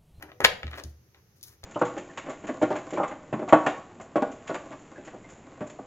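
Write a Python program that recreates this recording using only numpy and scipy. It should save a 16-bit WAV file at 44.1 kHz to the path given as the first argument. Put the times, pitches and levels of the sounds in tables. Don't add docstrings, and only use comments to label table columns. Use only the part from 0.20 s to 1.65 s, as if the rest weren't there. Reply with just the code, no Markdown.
import sys
import numpy as np
from scipy import signal
from scipy.fft import rfft, irfft
from scipy.io import wavfile

SR = 44100
rng = np.random.default_rng(int(sys.argv[2]) if len(sys.argv) > 2 else 0)


def master(y):
    cut = np.clip(np.atleast_2d(y).T, -1, 1)
    pcm = np.round(cut * 32767)
    wavfile.write(sys.argv[1], SR, pcm.astype(np.int16))


N = 63945
TIME_S = np.arange(N) / SR
FREQS_HZ = np.maximum(np.arange(N + 1) * SR / (2 * N), 1)
HIT_SAMPLES = 2048

# start and length in seconds, level in dB, treble corner in Hz.
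RUB_STROKES = [(-.02, 0.051, -60, 1840), (0.003, 0.077, -50.5, 1010), (.075, 0.035, -52, 1519),
               (.212, 0.034, -38, 1500), (0.49, 0.12, -48.5, 2184), (0.567, 0.042, -43.5, 4654),
               (0.596, 0.054, -54, 850), (0.933, 0.075, -66.5, 2946), (1.224, 0.15, -66, 2940)]
# frequency in Hz, relative level in dB.
RUB_SPECTRUM = [(100, -14.5), (350, 2), (550, -2.5), (1100, 0), (2000, 0.5), (3500, -6), (6500, -3),
                (8500, -12.5), (12000, -16.5), (16000, -25)]
# start in seconds, level in dB, length in seconds.
HAND_PUSHES = [(0.005, -44, 0.012), (0.224, -34.5, 0.0017), (0.436, -25.5, 0.0032), (0.639, -30.5, 0.0032),
               (1.276, -53.5, 0.0047), (1.435, -28, 0.0049)]
# frequency in Hz, relative level in dB, T60 in seconds.
TABLE_MODES = [(73.95, -0.5, 0.36), (81.6, -9, 0.1), (117.74, -10.5, .3), (155, -15.5, .15),
               (230.5, -10, 0.16), (273.3, -16, 0.067), (330, -10, 0.23)]
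# start in seconds, relative level in dB, treble corner in Hz, crack offset in dB.
WOOD_CONTACTS = [(0.0234, -41, 3530, -1), (0.0259, -28.5, 2140, 4), (0.099, -38.5, 1670, -17),
                 (0.1176, -32.5, 1410, 8), (0.2035, -16.5, 920, 14), (0.206, -18, 1370, 3),
                 (0.2159, -10, 870, -11), (0.2428, -12, 2040, 7.5), (0.2463, 1, 3665, -2.5),
                 (0.2482, 1, 6460, 2), (0.2504, -6, 5000, -3), (0.4316, -29.5, 2540, 10.5),
                 (.433, -28.5, 3200, -12), (0.468, -38.5, 4100, 10), (0.479, -31.5, 3450, -3),
                 (.514, -38, 3400, 4.5), (0.5316, -26, 2500, -4.5), (.541, -34, 2500, 9),
                 (.583, -27.5, 1397, 6), (0.5997, -39.5, 4100, 7), (.946, -49.5, 4500, 6),
                 (1.433, -44, 1220, 15.5), (1.44, -38, 1410, 13.5)]
# frequency in Hz, relative level in dB, T60 in seconds.
BOARD_MODES = [(325.7, -31, 0.026), (503, -21, 0.055), (632, -11.5, 0.031), (774, -13, 0.038),
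               (1037, -18, 0.075), (1280, -7, 0.033), (1628, -4.5, 0.024), (1678, -4.5, .03),
               (1923, -4, 0.047), (2082, -10, 0.049), (2364, -1, 0.019), (2980, -8, 0.031),
               (3350, -10, 0.033), (4420, -24.5, 0.054), (4530, -14.5, .012), (7076, -11.5, 0.033),
               (10573, -22.5, 0.018)]
# frequency in Hz, relative level in dB.
CRACK_SPECTRUM = [(60, -17), (200, -13.5), (500, -1.5), (1100, -4.5), (1800, 1), (3800, 5.5), (5200, -3),
                  (7000, -8), (8300, -15.5), (11000, -17.5), (16000, -25)]
# start in seconds, relative level in dB, treble corner in Hz.
HARD_CONTACTS = [(.025, -20, 13000), (.204, -14.5, 11400), (0.2403, -14.5, 12390), (0.2444, -0.5, 13600),
                 (0.245, -15, 15100), (0.2529, -2.5, 14200), (.511, -30, 12400), (0.637, -11, 7100),
                 (1.211, -27.5, 6830), (1.229, -18.5, 14000), (1.2355, -16.5, 15000), (1.239, -22, 12000),
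                 (1.438, -9.5, 5500)]
# frequency in Hz, relative level in dB.
CLICK_SPECTRUM = [(500, -26.5), (2300, -17), (3600, -0.5), (5000, 0.5), (6600, 2.5), (8300, -14),
                  (11200, 6), (13000, 1), (16000, -3.5)]
# start and length in seconds, level in dB.
BRACELET_SLIDES = [(0.547, 0.062, -54.5), (0.641, .09, -67), (1.154, 0.052, -67.5), (1.247, 0.055, -52.5),
                   (1.275, 0.091, -63)]
# frequency in Hz, T60 in seconds, level in dB.
TAIL_BANDS = [(150, 0.63, -5.5), (445, 0.44, -4), (1010, 0.38, -10.5), (2000, 0.33, -11), (4500, .3, -11),
              (8903, .28, -12.5), (15000, 0.16, -14.5)]
# frequency in Hz, peak gain in dB.
STANDING_WAVES = [(324, 7.5), (394, 9.5), (495, -3), (533, -0.5), (578, -2), (640, -4.5), (754, -3),
                  (801, -4.5), (1700, -8)]
# frequency in Hz, relative level in dB.
FLOOR_SPECTRUM = [(15, -41), (25, -21.5), (70, -1.5), (111, 3), (270, -17.5), (373, -10), (641, -22.5),
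                  (1940, -24.5), (3820, -30.5), (6380, -22), (7710, -45), (12500, -26), (16000, -35.5)]
# frequency in Hz, left over right in dB.
PORT_BALANCE = [(100, 3.5), (280, 1.5), (600, 3.5), (1300, 4), (2500, 0.5), (5000, 2.5), (9000, 9.5),
                (15000, 4.5)]


def undb(db):
    return 10 ** (np.asarray(db) / 20)


def fade(t60_s):
    return np.exp(-np.log(1000) * TIME_S / t60_s)


def unit(x):
    return x / np.sqrt(np.mean(x ** 2))


def shape(x, gain):
    return irfft(rfft(x, 2 * N) * gain)[..., :N]


def curve(hz, values):
    return np.interp(np.log(FREQS_HZ), np.log(hz), values)


def colour(points):
    hz, db = np.array(points).T
    cepstrum = irfft(np.log(unit(undb(curve(hz, db)))))
    return np.exp(rfft(np.r_[cepstrum[0], 2 * cepstrum[1:N]], 2 * N))


def soften(x, corner_hz):
    return signal.lfilter(*signal.butter(2, corner_hz, fs=SR), x)


def at(x, start_s):
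    out, first = np.zeros(N), max(int(start_s * SR), 0)
    part = x[:N - first]
    out[first:first + len(part)] = part
    return out


def sine(hz):
    return np.sin(2 * np.pi * hz * TIME_S)


def ring(modes):
    return sum((-1) ** k * undb(db) * fade(t60_s) * sine(hz) for k, (hz, db, t60_s) in enumerate(modes))


def burst(t60_s):
    envelope = fade(t60_s)[:HIT_SAMPLES]
    spectrum = rfft(rng.standard_normal(HIT_SAMPLES) * envelope, 2 * HIT_SAMPLES)
    evened = irfft(spectrum / np.sqrt(np.abs(spectrum)))[:HIT_SAMPLES]
    return unit(evened * envelope ** .25) / np.sqrt(HIT_SAMPLES)


def swell(start_s, length_s):
    return np.sin(np.pi * np.clip((TIME_S - start_s) / length_s, 0, 1))


def grains(rate_per_s=2600, spread_db=3):
    catches = (rng.random(N) < rate_per_s / SR) * rng.standard_normal(N)
    return unit(catches * undb(spread_db * rng.standard_normal(N)))


def finger_rubs():
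    friction = shape(grains(), colour(RUB_SPECTRUM))
    return sum(undb(db) * swell(start_s, length_s) * unit(soften(friction, hz))
               for start_s, length_s, db, hz in RUB_STROKES)


def table_thumps(build_s=0.0073):
    force = sum(undb(db) * swell(start_s, length_s) / swell(0, length_s).sum()
                for start_s, db, length_s in HAND_PUSHES)
    boom = ring(TABLE_MODES) * (1 - np.exp(-TIME_S / build_s))
    return signal.fftconvolve(force, boom)[:N]


def wood_knocks(board_db=-7, crack_db=11.5):
    tap = signal.unit_impulse(HIT_SAMPLES)
    force = sum(at(undb(db) * soften(tap, hz), start_s) for start_s, db, hz, _ in WOOD_CONTACTS)
    ringing = signal.fftconvolve(force, ring(BOARD_MODES))[:N]
    cracks = sum(at(undb(db + offset_db) * soften(burst(t60_s=0.012), hz), start_s)
                 for start_s, db, hz, offset_db in WOOD_CONTACTS)
    return undb(board_db) * ringing + undb(crack_db) * shape(cracks, colour(CRACK_SPECTRUM))


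def hard_clicks(gain_db=-0.5):
    ticks = sum(at(undb(gain_db + db) * soften(burst(t60_s=0.026), hz), start_s)
                for start_s, db, hz in HARD_CONTACTS)
    return shape(ticks, colour(CLICK_SPECTRUM))


def piece_squeak(level_db=-53.5):
    return undb(level_db) * swell(start_s=0.092, length_s=0.3) * sine(hz=493)


def bracelet_slides():
    envelope = sum(undb(db) * swell(start_s, length_s) for start_s, length_s, db in BRACELET_SLIDES)
    return shape(grains() * envelope, colour(CLICK_SPECTRUM))


def room_response(delay_s=0.007, early_db=-11.5, treble_coherence=0.15, coherent_below_hz=350):
    coherence = treble_coherence + (1 - treble_coherence) / (1 + (FREQS_HZ / coherent_below_hz) ** 2)
    mid = shape(rng.standard_normal(N), np.sqrt((1 + coherence) / 2))
    side = shape(rng.standard_normal(N), np.sqrt((1 - coherence) / 2))
    diffuse = np.array([mid + side, mid - side])
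    reflections = undb(early_db) * np.array([at(burst(t60_s=0.067), 0) for _ in range(2)])
    hz, t60_s, db = np.array(TAIL_BANDS).T
    for k, weights in enumerate(np.eye(len(hz))):
        band = shape(diffuse, curve(hz, weights))
        reflections += undb(db[k]) * band * unit(fade(t60_s[k])) / np.sqrt(N)
    decay = fade(t60_s=0.23)
    standing = 2 * decay / decay.sum() * sum(undb(peak_db) * sine(f) for f, peak_db in STANDING_WAVES)
    return np.array([at(port + standing, delay_s) for port in reflections])


def noise_floor(noise_db=-61.5, hum_hz=91.84, hum_db=-67, coherent_below_hz=600):
    air = shape(rng.standard_normal((3, N)), colour(FLOOR_SPECTRUM))
    coherence = 1 / (1 + (FREQS_HZ / coherent_below_hz) ** 2)
    stereo = shape(air[2], np.sqrt(coherence)) + shape(air[:2], np.sqrt(1 - coherence))
    return undb(noise_db) * unit(stereo) + undb(hum_db) * sine(hum_hz)


def scene(port_lag_s=0.00013):
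    near = wood_knocks() + hard_clicks() + bracelet_slides() + finger_rubs() + piece_squeak()
    lagged = shape(near, np.exp(-2j * np.pi * FREQS_HZ * port_lag_s))
    direct = np.array([near, lagged])
    reverb = signal.fftconvolve(near[None], room_response(), axes=1)[:, :N]
    balance_db = curve(*np.array(PORT_BALANCE).T)
    port_gains = undb(np.array([balance_db, -balance_db]) / 2)
    return shape(direct + reverb, port_gains) + table_thumps() + noise_floor()


def record(dry):
    rumble_hz, top_hz = 10, 15900
    highpass = signal.butter(2, rumble_hz, "high", fs=SR, output="sos")
    lowpass = signal.ellip(8, .2, 70, top_hz, fs=SR, output="sos")
    clipped = np.clip(signal.sosfilt(highpass, dry), -1, 1)
    return signal.sosfilt(lowpass, clipped)


dry = scene()
out = record(dry)
master(out)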